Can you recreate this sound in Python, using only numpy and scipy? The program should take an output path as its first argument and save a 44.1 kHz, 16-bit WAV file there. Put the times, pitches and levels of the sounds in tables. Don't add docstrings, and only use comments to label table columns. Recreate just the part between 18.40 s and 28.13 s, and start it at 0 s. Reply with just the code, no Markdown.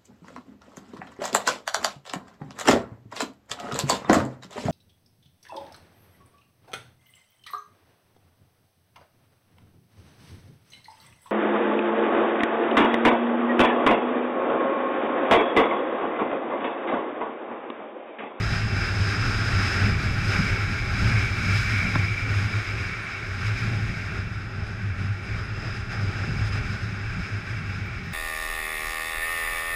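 import sys
import numpy as np
from scipy import signal
from scipy.fft import rfft, irfft, next_fast_len
from scipy.io import wavfile
from scipy.ndimage import uniform_filter1d

SR = 44100
rng = np.random.default_rng(int(sys.argv[2]) if len(sys.argv) > 2 else 0)


def unload_wav(signal):
    wavfile.write(
        sys.argv[1],
        SR,
        np.round(np.clip(np.atleast_2d(signal).T, -1, 1) * 32767).astype(np.int16),
    )


def invert_db(level):
    return 10 ** (np.asarray(level, dtype=float) / 20)


N = 429093
TIME = np.arange(N) / SR

# time_s, wind_on_housing_db, side_wind_on_gap_db, mount_shaking_db
RIDE = [(0, -40.5, -1, -26), (.7, -38.5, -3, -27), (1.3, -38.5, 0.5, -27), (1.75, -41.5, 5.5, -26),
        (2.4, -40, 4, -28), (3.3, -39.5, 10.5, -26), (3.8, -44, 10, -28.5), (4.3, -44.5, 9, -32),
        (4.7, -47, 8, -36), (5.25, -43.5, 8, -30), (5.9, -52.5, 6.5, -33.5), (6.2, -51.5, -3, -34.5),
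        (6.6, -52.5, 6, -33), (7.3, -48.5, -2.5, -33), (8.0, -46, 2, -29), (8.6, -49, 4, -33),
        (9.2, -50, 7, -34.5), (9.73, -53, 5.5, -33.5)]
# wind_db, side_wind_db, shaking_db
REFERENCE_DB = (-44, 4, -30)
LAYERS = {"mount": (-32, -0.01, 0.01, 1.01, 0.13), "thumps": (-33, 0, 0, 0.94, 0),
          "thuds": (-39.5, -0.13, -0.11, 0.98, .6), "buffet": (-42.5, .5, -.2, 0.14, 0.9),
          "whistle": (-40, 1.01, 0.87, -0.15, 0.34), "rush": (-35, 0.74, 0.02, -0.07, .95),
          "treble": (-47, 0.96, 0.12, 0.09, 0.76), "port": (-48, 1.06, -0.24, 0.01, 1.3),
          "air": (-68, 0.85, 0.34, 0.36, 0.8)}

# freq_hz, density_db (per Hz)
THUMP_COLOUR = [(6, -36), (11, -13), (18, -12), (26, -3), (75, 0), (125, 0), (150, -44)]
THUD_COLOUR = [(120, -31), (138, -2), (185, -1.5), (215, -5), (245, -13.5), (290, -18)]
BUFFET_COLOUR = [(215, -12), (250, 0.5), (420, -5.5), (470, -8), (900, -10), (1100, -26)]
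RUSH_COLOUR = [(800, -35.5), (1050, -13), (1300, -8), (2000, -11), (2600, -11), (2800, -19.5), (3300, -21),
               (3800, -21)]
TREBLE_COLOUR = [(2800, 1), (3200, -3), (4400, -3.5), (5400, -0.5), (6100, -9), (7400, -11.5),
                 (8400, -15.5), (9500, -35), (11000, -45)]
AIR_COLOUR = [(7500, -26), (9500, -1), (10700, -3.5), (12000, -2.5), (12500, -11), (14000, -14),
              (15300, -25)]

# freq_hz, width_hz, level_db
BUFFET_MODES = [(250, 82, -13), (384, 47, -4), (649, 120, -11), (810.5, 33, -9.5)]
RUSH_MODES = [(1414, 162, -3), (1591, 144, -3.5), (1863, 143, -7), (2444, 66, -14.5), (2680, 50, -10.5)]
TREBLE_MODES = [(3896, 150, -7.5), (6010, 150, -19.5), (6060, 110, -19), (6560, 200, -14), (8200, 300, -25),
                (8870, 340, -22)]
PORT_MODES = [(4860, 22, -3), (4990, 27, 2), (5059, 60, 3.5), (5187, 55, 2.5), (4850, 650, -1)]
WHISTLE_MODES = [(2214, 220, -5), (2290, 137, -2)]

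# centre_s, swell_db, length_s (between half heights)
SWINGS = [(0.62, 9, 0.05), (1.16, 10, 0.038), (1.43, 8, 0.033), (1.89, 3.5, 0.085), (2.66, 7, 0.11),
          (2.75, 8.5, 0.041), (3.2, 4, 0.026), (3.58, 4, 0.057), (3.91, 2, 0.12), (4.02, 7.5, 0.16),
          (4.18, 4.5, 0.06), (4.48, 0, 0.05), (5.1, 6, 0.1), (5.29, 4.5, 0.1), (5.38, 4.5, 0.11),
          (5.79, 5, 0.027), (5.98, 5, 0.03), (6.15, 6, 0.063), (6.48, 8, 0.079), (6.61, 10.5, 0.064),
          (6.71, 8, 0.04), (6.95, 9.5, 0.076), (7.55, 6.0, 0.037), (7.63, 6, 0.09), (8.03, 7, 0.053),
          (8.15, 6, 0.04), (8.45, 10, 0.032), (8.96, 8, 0.07), (9.13, 5.5, 0.08), (9.31, 5.5, 0.05)]
CHECKS = [(0.29, -5.5, 0.046), (0.74, -5.0, 0.05), (1.32, -11, 0.044), (1.62, -11, 0.04), (2.04, -6, 0.023),
          (2.18, -9, 0.03), (2.31, -2.5, 0.081), (2.39, -6.0, 0.074), (2.7, -10, 0.029),
          (3.02, -8.0, 0.018), (3.46, -5.5, 0.034), (3.78, -7.0, 0.07), (4.1, -13, 0.036),
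          (4.25, -14.0, 0.043), (4.67, -11, 0.11), (4.76, -6, 0.05), (5.55, -12, 0.03), (5.71, -4, 0.07),
          (5.94, -13, 0.02), (6.1, -9.5, 0.04), (6.78, -3.5, 0.11), (6.88, -9, 0.087), (7.08, -6, 0.06),
          (7.47, -8.0, 0.044), (7.72, -11.0, 0.027), (7.87, -8.5, 0.05), (8.38, -9, 0.033),
          (8.88, -18, 0.044), (9.03, -13.0, 0.041), (9.53, -1, 0.09)]
ROLLS = [(1.14, 3, 0.09), (2.65, 4.5, 0.25), (3.99, -1, 0.1), (4.42, 6, 0.2), (4.87, -8, 0.14),
         (5.09, 6.5, 0.14), (5.39, 1, 0.16), (5.47, 2.5, 0.14), (6.77, -2, 0.19), (6.96, 3, 0.16),
         (7.03, 2, 0.16), (7.79, -5, 0.15), (8.13, 3, 0.24), (8.22, 5.5, 0.22), (8.58, -6.0, 0.12),
         (8.73, 3, 0.1)]
EDDIES = [(0.92, 8, 0.07), (1.49, 13.5, 0.15), (2.0, 8.5, 0.042), (2.53, 2, 0.2), (2.66, 4.5, 0.26),
          (2.73, 3.5, 0.26), (2.82, -6.5, 0.13), (3.46, 11, 0.06), (3.56, 10, 0.054), (3.81, -6, 0.057),
          (4.24, -16, 0.074), (5.26, 0, 0.16), (5.34, 6, 0.3), (6.21, 7, 0.1), (6.47, 6, 0.054),
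          (6.68, 9, 0.072), (8.01, 11.5, 0.054), (8.79, 16, 0.05), (9.27, 8.5, 0.19), (9.36, 2.5, 0.13)]
GUSTS = [(0.144, 3.1, 0.06), (0.886, 1.3, 0.11), (1.308, 2.8, 0.44), (1.717, 0.5, 0.22), (1.95, 6, 0.11),
         (2.424, -2.0, 0.069), (2.7, 1.3, 0.17), (2.91, -1.9, 0.16), (3.114, 1, 0.091), (3.543, 1, 0.26),
         (3.99, 2.5, 0.11), (4.21, 1.4, 0.18), (4.653, 1.3, 0.13), (4.915, -1.5, 0.15), (5.06, 0.5, 0.19),
         (5.8, 2.1, 0.18), (5.954, -0.9, 0.27), (6.62, 2.5, 0.081), (6.78, -1.5, 0.085),
         (6.965, 1.7, 0.068), (7.27, 2.3, 0.1), (7.463, -3.5, 0.12), (7.533, 4, 0.041), (8.16, 3.5, 0.059),
         (8.94, 1, 0.28)]
FLICKS = [(.19, 2, .03), (.7, 1.5, .05), (2.6, 1.5, 0.035), (3.17, 2, 0.042), (5.07, 2.5, .04),
          (5.2, 1.5, .06), (6.53, -4, 0.044), (6.97, 1.5, .1), (7.35, 1, .04), (7.52, 2.5, .03),
          (7.63, 2, .04), (8.07, 4, .04), (8.105, -5, .025), (8.34, 2.5, 0.035)]
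FLARES = [(0.36, 4, 0.16), (1.52, 4, 0.1), (2.39, 5, 0.24), (2.78, 4.5, 0.1), (3.42, 3, .15),
          (3.77, 2, 0.15), (5.09, 1.5, 0.23), (6.2, 4, 0.08), (6.82, 2, .08), (6.93, 9.5, 0.069),
          (7.31, 3, 0.15), (8.23, 0.5, 0.14), (9.34, -1.5, 0.18)]

# start_s, peak_db, ring_hz, t60_s
KNOCKS = [
    (3.5535, -22, 1400, 0.035),
    (3.5575, -16.5, 300, 0.029),
    (3.5575, -21.5, 590, 0.022),
    (3.557, -16, 1060, 0.017),
    (3.5545, -18, 1640, .015),
    (3.557, -28, 3600, .012),
    (3.5575, -26, 1900, .015),
    (7.891, -18.5, 155, 0.056),
    (7.9105, -27, 1460, 0.02),
]
# start_s, level_db (the tone peaks 6 dB lower, before flutter), pitch_hz
SQUEAKS = [(3.9672, -59, 9220), (4.042, -61, 9230), (4.6242, -54, 9250), (5.0377, -60, 9250),
           (6.2642, -62, 9240), (6.5747, -60, 9410), (6.8322, -62, 9370), (7.0367, -61, 9360),
           (7.345, -60, 9280), (8.0808, -57, 9180)]
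# start_s, level_db, length_s
CHIRPS = [
    (9.285, -76, 0.035),
    (9.452, -70, 0.028),
    (9.639, -72, .04),
]


def unit(x):
    return x / np.sqrt(np.mean(x ** 2))


def columns(table):
    s, *rest = np.transpose(table)
    return [np.interp(TIME, s, c) for c in rest]


def walk(rate):
    hold = int(SR / rate)
    steps = np.repeat(rng.standard_normal(N // hold + 1), hold)
    slewed = uniform_filter1d(uniform_filter1d(steps, hold), hold)
    return unit(slewed[:N])


def swells(table):
    coarse = TIME[::64]
    level_db = 0
    for s, db, length in table:
        level_db = level_db + db * np.exp(-np.log(16) * ((coarse - s) / length) ** 2)
    return np.interp(TIME, coarse, level_db)


def layer_db(name):
    db, *shares = LAYERS[name]
    drives = [c - ref for c, ref in zip(columns(RIDE), REFERENCE_DB)] + [swells(GUSTS)]
    return db + sum(share * drive for share, drive in zip(shares, drives))


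def ring(x, hz, width_hz):
    return signal.lfilter(*signal.iirpeak(hz, hz / width_hz, SR), x)


def coloured(points):
    hz, db = np.transpose(points)
    size = next_fast_len(N)
    bin_hz = np.arange(size // 2 + 1) * SR / size
    gain = invert_db(np.interp(np.log(bin_hz + 1), np.log(hz), db, left=-140, right=-140))
    return unit(irfft(rfft(rng.standard_normal(size)) * gain, size)[:N])


def modes(table, flicker_db, rate):
    out = 0
    for hz, width_hz, db in table:
        pass_hz = 1.55 * width_hz
        tone = ring(ring(rng.standard_normal(N), hz, pass_hz), hz, pass_hz)
        out = out + invert_db(db + flicker_db * walk(rate)) * unit(tone)
    return out


def add(out, s, sound):
    i = int(s * SR)
    out[i:i + len(sound)] += sound[:N - i]


def drone():
    mount_hz, wander_hz, jitter_hz = 103, 2, 5
    hz = mount_hz + wander_hz * walk(9) + jitter_hz * walk(30)
    swing = np.sqrt(2) * np.sin(2 * np.pi * np.cumsum(hz) / SR)
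    pushes = invert_db(-9) * unit(ring(ring(rng.standard_normal(N), mount_hz, 45), mount_hz, 45))
    check_db, eddy_db = swells(CHECKS), swells(EDDIES)

    flutter = invert_db(2.5 * walk(34) + 0.85 * walk(22))
    mount_db = layer_db("mount") + swells(SWINGS) + 1.05 * check_db
    mount = invert_db(mount_db) * (flutter * swing + pushes)

    thump_db = layer_db("thumps") + 0.5 * check_db + 0.15 * eddy_db + 0.75 * swells(ROLLS)
    thumps = invert_db(thump_db + 1.2 * walk(14)) * coloured(THUMP_COLOUR)
    thud_db = layer_db("thuds") + 0.65 * eddy_db
    thuds = invert_db(thud_db + 2.4 * walk(22)) * coloured(THUD_COLOUR)
    return mount + thumps + thuds


def wind():
    gust, flick_db = walk(24), swells(FLICKS)

    buffet = invert_db(1.5 * walk(12) + 0.44 * gust) * coloured(BUFFET_COLOUR) + modes(BUFFET_MODES, 1.46, 12)
    buffet = invert_db(layer_db("buffet") + 0.12 * swells(EDDIES)) * unit(buffet)

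    rush = invert_db(0.74 * gust + 0.36 * flick_db) * (coloured(RUSH_COLOUR) + modes(RUSH_MODES, 1.0, 12))
    rush = invert_db(layer_db("rush")) * unit(rush)

    treble = invert_db(layer_db("treble")) * unit(coloured(TREBLE_COLOUR) + modes(TREBLE_MODES, 0.18, 7))
    port = invert_db(layer_db("port")) * unit(modes(PORT_MODES, 0.93, 16))
    air = invert_db(layer_db("air")) * coloured(AIR_COLOUR)
    top_flicker = invert_db(0.66 * gust + 0.51 * walk(40) + 0.5 * walk(12) + flick_db)
    top = top_flicker * (treble + port + air)

    whistle = invert_db(0.37 * gust + 1.2 * walk(5.8) + swells(FLARES)) * modes(WHISTLE_MODES, 1.3, 14)
    whistle = invert_db(layer_db("whistle")) * unit(whistle)
    return buffet + whistle + rush + top


def hiss():
    return invert_db(-81) * coloured(AIR_COLOUR)


def knocks():
    out, t = np.zeros(N), TIME[:SR // 8]
    for s, db, hz, t60 in KNOCKS:
        add(out, s, invert_db(db - 60 * t / t60) * np.sin(2 * np.pi * hz * t))
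    return out


def squeaks():
    length_s, tail_s, tail_db = 0.024, 0.025, -7
    upper_hz, upper_db = 13500, -20
    out, t = np.zeros(N), TIME[:SR // 8]
    tail = invert_db(tail_db) * np.exp(-np.abs(t - length_s) / tail_s)
    shape = np.where(t < length_s, 1, tail)
    upper = invert_db(upper_db) * np.sin(2 * np.pi * upper_hz * t)
    for s, db, hz in SQUEAKS:
        add(out, s, invert_db(db - 6.0) * shape * (np.sin(2 * np.pi * hz * t) + upper))
    return out * invert_db(1.5 * walk(200))


def insect():
    scrape = rng.standard_normal(N) * (1 + 0.6 * np.sin(2 * np.pi * 160 * TIME))
    tone = unit(ring(ring(ring(scrape, 13700, 900), 13500, 900), 13600, 1000))
    trains = np.zeros(N)
    for s, db, length in CHIRPS:
        ramp = 3.2 * (1 - np.abs(2 * (TIME - s) / length - 1))
        trains += invert_db(db) * np.clip(ramp, 0, 1)
    return tone * trains


def scene():
    mix = drone() + wind() + hiss() + knocks() + squeaks() + insect()
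    return mix[None]


def low_pass(x):
    return signal.sosfilt(signal.butter(12, 15070, fs=SR, output="sos"), x)


def record(dry):
    return low_pass(dry)


dry = scene()
out = record(dry)
unload_wav(out)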